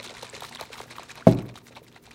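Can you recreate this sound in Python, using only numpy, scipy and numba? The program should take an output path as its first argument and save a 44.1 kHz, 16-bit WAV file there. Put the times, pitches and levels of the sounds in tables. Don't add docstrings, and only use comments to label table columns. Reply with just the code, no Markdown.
import sys
import numpy as np
from scipy import signal
from scipy.fft import rfft, irfft
from scipy.io import wavfile
from scipy.ndimage import uniform_filter1d
from numba import njit

SR = 44100
rng = np.random.default_rng(int(sys.argv[2]) if len(sys.argv) > 2 else 0)


def inscribe(sig):
    pcm = np.round(np.clip(np.atleast_2d(sig).T, -1, 1) * 32767)
    wavfile.write(sys.argv[1], SR, pcm.astype(np.int16))


def elevation(decibels):
    levels = np.asarray(decibels, float)
    return 10 ** (levels / 20)


N = 94462
KNOCK_S = 1.2688

# (frequency [Hz], density [dB per Hz])
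SPLASH_SPECTRUM = [(250, -6), (450, -8), (1000, -5), (2900, -12.5), (3800, -13), (5000, -15), (9000, -22),
                   (16000, -47.5)]


def curve(table, hz):
    points = np.array(table)
    return np.interp(np.log(np.maximum(hz, 1.)), np.log(points[:, 0]), points[:, 1])


def noise(table):
    hz = np.arange(N // 2 + 1) * SR / N
    x = irfft(rfft(rng.standard_normal(N)) * elevation(curve(table, hz)), N)
    return x / x.std()


def first_order_band(low_hz, high_hz):
    b, a = signal.butter(1, [low_hz, high_hz], "band", fs=SR)
    return signal.lfilter(b, a, rng.standard_normal(N))


@njit
def grains(n, start, hz, cycles, bend, rise, size):
    out = np.zeros(n)
    for k in range(len(start)):
        f = hz[k]
        level, phase, onset = 1., 0., 0.
        i = int(max(start[k], 0.))
        fade = np.exp(-6.9078 * f / cycles[k])
        while level > .002 and i < n:
            onset += (1 - onset) / rise[k]
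            out[i] += size[k] * level * onset * onset * np.sin(6.2832 * phase)
            phase += f
            f = min(f * (1 + bend * f), .42)
            level *= fade
            i += 1
    return out


def rings(s, hz, cycles, bend, rise_s, size):
    return grains(N, s * SR, hz / SR, cycles + 0 * hz, 1. * bend, 1 + rise_s * SR + 0 * hz, size)


def air():
    # (frequency [Hz], density [dB per Hz])
    fan_spectrum = [(20, -17), (60, 1), (127, 1), (234, -2.5), (400, 0.5), (900, -27), (3000, -49),
                    (16000, -31)]
    # (frequency [Hz], level [dB rms])
    hum_lines = [(119.9, -58), (150.7, -65.5), (239, -59)]
    t = np.arange(N) / SR
    waver_db = 2.5 * 60 * uniform_filter1d(rng.standard_normal((len(hum_lines), N)), size=4000)
    hum = 0
    for (hz, db), waver in zip(hum_lines, waver_db):
        hum = hum + elevation(db + waver) * np.sin(2 * np.pi * hz * t)
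    return elevation(-56) * noise(fan_spectrum) + hum


def knock():
    # (frequency [Hz], level [dB], decay time T60 [s])
    table_modes = [(50.4, -31.5, 0.49), (113.6, -30, 0.57), (121.7, -21.5, 0.57), (167, -4.5, 0.089),
                   (243, -2.5, 0.064), (193.4, -24, 0.5), (282.7, -22.5, 0.35), (336, -15, 0.14),
                   (385.5, -16, 0.22), (535.6, -6, 0.057), (616, 1, 0.025), (644, -11.5, 0.11),
                   (822, -23.5, 0.11), (1079, -16.5, 0.043)]
    # (frequency [Hz], density [dB per Hz])
    boom_spectrum = [(18, -51.5), (30, -30), (74, -21.5), (118, -1), (221, -10.5), (386, -7.5),
                     (431, -17.5), (624, -16.5), (2500, -53.5), (3250, -74), (5500, -120)]
    push_s, push_cycles = 0.00087, .2
    node_hz = 180
    boom_db, boom_t60_s, boom_rise_s = -17.5, 0.48, .016
    crack_db, crack_s, crack_hz = -22.5, 0.018, 1200

    hz, db, t60 = np.array(table_modes).T
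    sign = np.where(hz < node_hz, 1, -1)
    modes = rings(KNOCK_S + 0 * hz, hz, hz * t60, 0, push_s + push_cycles / hz, sign * elevation(db + 2))

    t = np.maximum(np.arange(N) / SR - KNOCK_S, 0)
    crack = first_order_band(crack_hz / 2, crack_hz * 2)
    crack = elevation(crack_db) * (t > 0) * np.exp(-t / crack_s) * crack
    boom_envelope = elevation(boom_db - 60 * t / boom_t60_s) * (1 - np.exp(-t / boom_rise_s))
    return modes + crack + boom_envelope * noise(boom_spectrum)


def fizz():
    # (centre time [s], half length [s], level [dB])
    foam_bursts = [(0.046, .03, -76), (0.45, 0.035, -56), (0.623, 0.033, -57), (0.787, 0.063, -61),
                   (0.88, .015, -63), (0.972, 0.012, -54.5), (1.272, .012, -61), (1.314, 0.017, -57),
                   (1.346, 0.0071, -62.5), (1.425, 0.0063, -58.5), (1.465, 0.0086, -60.5),
                   (1.575, .008, -61.5), (1.655, 0.026, -59.5), (1.84, 0.011, -57.5), (2.036, .015, -59)]
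    wash_db, wash_after_knock_db = -55.5, -66
    t = np.arange(N) / SR
    fine = signal.lfilter(*signal.butter(2, 9000, "high", fs=SR), rng.standard_normal(N))
    grit = elevation(6 * 4.8 * uniform_filter1d(rng.standard_normal(N), size=40))
    foam = sum(elevation(db) * np.exp(-((t - s) / half) ** 4) for s, half, db in foam_bursts)
    flicker_db = 2.0 * 17 * uniform_filter1d(rng.standard_normal(N), size=300)
    wash = elevation(np.where(t < KNOCK_S, wash_db, wash_after_knock_db) + flicker_db) * noise(SPLASH_SPECTRUM)
    return foam * fine * grit + wash


def ticks():
    # (time [s], peak level [dB], pitch [Hz], snap level relative to the peak [dB])
    impacts = [(0.0296, -24.5, 3400, -21), (0.0424, -25, 3550, -17), (0.0936, -19, 3770, -41),
               (0.1684, -24.5, 2120, -28), (0.2303, -24.5, 3800, -18), (0.298, -14, 7620, -40),
               (0.3418, -24.5, 2320, -36.5), (0.4068, -22, 3750, -21.5), (0.4935, -29, 5400, -15.5),
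               (0.5495, -18.5, 3820, -25), (0.5717, -22.5, 3170, -35), (0.596, -45, 2080, -11),
               (0.6106, -17, 4210, -18.5), (0.6535, -32.5, 2160, -17.5), (0.7307, -20, 3820, -33.5),
               (0.9073, -30.5, 2040, -21), (0.9827, -23.5, 3840, -28.5), (1.0335, -26, 6950, -25),
               (1.1047, -26, 2480, -28), (1.1555, -28, 2500, -21), (1.315, -32, 4800, -12),
               (1.3487, -35, 2320, -13.5), (1.5409, -40.5, 2370, -20), (1.581, -35, 7700, -16.5),
               (1.668, -34.5, 1890, -23), (1.9634, -32, 1920, -41), (2.109, -35.5, 1860, -20),
               (.0752, -21, 3730, -35), (.1506, -34, 3850, -36), (.3287, -31, 2050, -28),
               (.3656, -26, 2180, -30), (.4404, -35, 1880, -21), (.5267, -28, 2090, -32),
               (.7208, -39, 2280, -35), (.7322, -23, 2410, -31), (.7761, -32, 1490, -16.5),
               (.8809, -37, 1900, -25), (.9652, -30, 2160, -23), (1.0959, -31.5, 1700, -30.5),
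               (1.3896, -30.5, 2720, -30.5), (1.4534, -36, 1780, -33), (1.4963, -33.5, 2270, -36),
               (1.5642, -25, 3770, -33), (1.677, -25, 6730, -35), (1.7283, -42, 2320, -20),
               (1.7557, -27.5, 3700, -30.5), (1.7657, -32, 2350, -22.5), (1.8665, -41, 2166, -25),
               (1.9259, -39.5, 3330, -21), (1.9463, -34.5, 3590, -34)]
    ring_cycles, ring_db, ring_rise_s = 12.9, 3, 0.00038
    gap_s, pitch_spread = 0.0017, 0.23
    snap_db, snap_rise_s, snap_fall_s = 8, 0.00059, 0.0015

    s, db, hz, bright = np.array(impacts).T
    t = np.arange(N) / SR
    snap = 0
    for at, level in zip(s, db + bright):
        time_constant = np.where(t > at, snap_fall_s, snap_rise_s)
        snap = snap + elevation(level + snap_db) * np.exp(-np.abs(t - at) / time_constant)
    crisp = first_order_band(4000, 12000)

    chance = rng.random((len(s), 8)).T
    cluster = 0
    for k in range(4):
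        when = s + k * gap_s * chance[k]
        pitch = np.minimum(hz * (1 + pitch_spread * k * (chance[k + 4] - .5)), 15000.)
        cluster = cluster + rings(when, pitch, ring_cycles, 0, ring_rise_s, elevation(db + ring_db - 4.4 * k))
    return cluster + snap * crisp


def pockets():
    # (time [s], peak level [dB], start pitch [Hz], pitch fall [fraction per cycle])
    trapped_air = [(.109, -32, 676, 0.089), (.229, -23.5, 1180, 0.43), (.333, -35, 537, 0.043),
                   (.348, -39, 594, 0.029), (0.374, -41.5, 490, 0.025), (.421, -21.5, 1420, 0.22),
                   (.441, -23, 1310, 0.057), (.512, -34, 910, 0.032), (.594, -25.5, 1300, 0.03),
                   (.611, -19, 1310, 0.43), (.703, -35.5, 527, 0.049), (.767, -34, 1200, 0.028),
                   (0.802, -20, 1350, 0.22), (.832, -38, 563, 0.069), (0.983, -21, 1290, 0.075),
                   (.995, -29.5, 960, 0.12), (1.224, -26.5, 1540, 0.02), (1.457, -37, 463, 0.041),
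                   (1.555, -33, 946, 0.059), (1.575, -28.5, 1440, 0.051), (1.707, -41.5, 647, 0.1),
                   (1.766, -33.5, 990, 0.076), (1.817, -42, 520, 0.043), (1.962, -38.5, 930, 0.085),
                   (.232, -34, 612, 0.11), (.424, -31.5, 796, 0.22), (0.803, -32.5, 590, 0.15),
                   (.858, -39, 800, 0.15), (.615, -32.5, 706, .08), (0.423, -33.5, 1090, 0.032),
                   (.23, -31.5, 955, 0.06), (1.5, -41.5, 633, 0.029), (.066, -42, 394, 0.022),
                   (.098, -40.5, 524, .03), (.124, -40, 480, .02), (.342, -38.5, 478, .02),
                   (.632, -34, 960, .02), (.003, -37, 547, 0.032), (1.022, -37, 1190, 0.025),
                   (1.207, -41, 616, 0.044), (.782, -31, 1150, 0.018), (1.427, -38, 1260, 0.037),
                   (2.075, -41.5, 910, 0.067)]
    cycles, gain_db, rise_s = 12.73, 7.5, 0.00099
    s, db, hz, fall = np.array(trapped_air).T
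    fall = np.clip(fall, 0, .5)
    out = 0
    for k in range(len(s)):
        one = slice(k, k + 1)
        out = out + rings(s[one], hz[one], cycles, -fall[k], rise_s, elevation(db[one] + gain_db))
    return out


def spray(count=260):
    # (centre time [s], half length [s], level [dB], brightness [dB per octave])
    surges = [(.0, 0.01, -43, -0.5), (0.049, 0.019, -40, 4.5), (0.1, 0.018, -44.5, 1.5),
              (0.17, 0.024, -41, 2), (0.237, 0.022, -40, 3.5), (.29, 0.015, -45, 2),
              (0.352, 0.019, -41.5, 4), (0.375, 0.012, -51, -1), (0.429, 0.029, -41.5, 3),
              (0.471, 0.033, -51, 3.5), (0.543, 0.017, -41, 3), (0.611, 0.021, -42, -0.5),
              (0.669, 0.031, -49.5, 2.5), (0.731, 0.012, -38.5, 2.5), (0.8, 0.035, -42.5, 2.5),
              (0.917, 0.014, -38.5, 2), (0.992, 0.033, -44.5, 0.5), (1.106, 0.015, -43.5, 5),
              (1.182, 0.026, -43, 0.5), (1.304, .022, -41, 3), (1.395, 0.021, -44, 1),
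              (1.497, 0.016, -51, 0.5), (1.569, 0.016, -46.5, 4), (1.678, 0.014, -51.5, 6),
              (1.768, 0.011, -44, -1), (1.863, 0.018, -63.5, 2), (1.926, 0.0092, -57.5, 0),
              (1.962, .015, -50.5, 0.5), (2.06, 0.022, -54, 3.5), (2.119, 0.013, -51, 2),
              (0.882, 0.008, -72, 6), (1.461, 0.0096, -51, -2.5), (1.612, 0.0096, -62, -0.5),
              (1.727, 0.011, -50, -0.5), (1.792, 0.0064, -55.5, 2), (1.842, .008, -57.5, 1.5),
              (1.885, 0.0089, -60.5, 6.5), (1.937, 0.0085, -65, -1.5), (2.088, 0.014, -59, 0.5),
              (1.06, 0.0092, -57, 5)]
    drops_db, mist_db = 1.5, -10.5
    cycles, pitch_rise, rise_s = 10, .012, 0.00018
    tilt_db, scatter_db = 5.5, 2
    wall_hz, neck_hz, width_hz = 3750, 2250, 450
    gust_db, gust_s = 5, 0.0038

    t = np.arange(N) / SR
    hiss = noise(SPLASH_SPECTRUM)
    dull = signal.lfilter(*signal.butter(1, 2500, fs=SR), hiss)
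    gusts = uniform_filter1d(rng.standard_normal(N), int(gust_s * SR))
    gusts = gust_db * np.clip(gusts / gusts.std(), -2, 2)

    drops, mist = 0, 0
    for s, half, db, bright in surges:
        chance = rng.random((count, 4)).T
        hz = 480 * 32 ** chance[0]
        hz[::6] = wall_hz + width_hz * (chance[0, ::6] - .5)
        hz[3::8] = neck_hz + width_hz * (chance[0, 3::8] - .5)
        when = s + half * (2 * chance[1] + rng.random(count) - 1.5) * 1.1

        level = db + curve(SPLASH_SPECTRUM, hz)
        level = level + tilt_db * np.log2(hz / 1000) + bright * np.log2(hz / 3000)
        level = level - scatter_db * np.log(0.12 + chance[2])
        level = level + np.interp(when, t, gusts) + 10 * np.log10(half / 0.04)
        drops = drops + rings(when, hz, cycles * (1 + 2 * chance[3]), pitch_rise, rise_s, elevation(level))

        swell = elevation(db) * np.exp(-.4 * np.abs((t - s) / half) ** 3)
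        mist = mist + swell * (dull + (hiss - dull) * elevation(2 * bright))
    return elevation(drops_db) * drops + elevation(mist_db + gusts) * mist


def room(x):
    t60_s, top_hz, tail_db = 0.11, 5200, -18
    t = np.arange(SR // 2) / SR
    tail = rng.standard_normal(len(t)) * elevation(-60 * t / t60_s) * (t > .003)
    tail = signal.lfilter(*signal.butter(1, top_hz, fs=SR), tail)
    return x + elevation(tail_db) * signal.fftconvolve(x, tail / np.linalg.norm(tail))[:N]


def scene():
    bottle = spray() + pockets() + ticks() + fizz()
    return (room(bottle) + knock() + air())[None]


def low_pass(x):
    return signal.sosfilt(signal.butter(12, 15850, fs=SR, output="sos"), x)


def record(dry):
    x = signal.sosfilt(signal.ellip(8, .2, 70, 15900, fs=SR, output="sos"), dry)
    x = signal.sosfilt(signal.butter(3, 42, "high", fs=SR, output="sos"), x)
    mix = np.clip(x, -1, 1)
    return low_pass(mix)


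dry = scene()
out = record(dry)
inscribe(out)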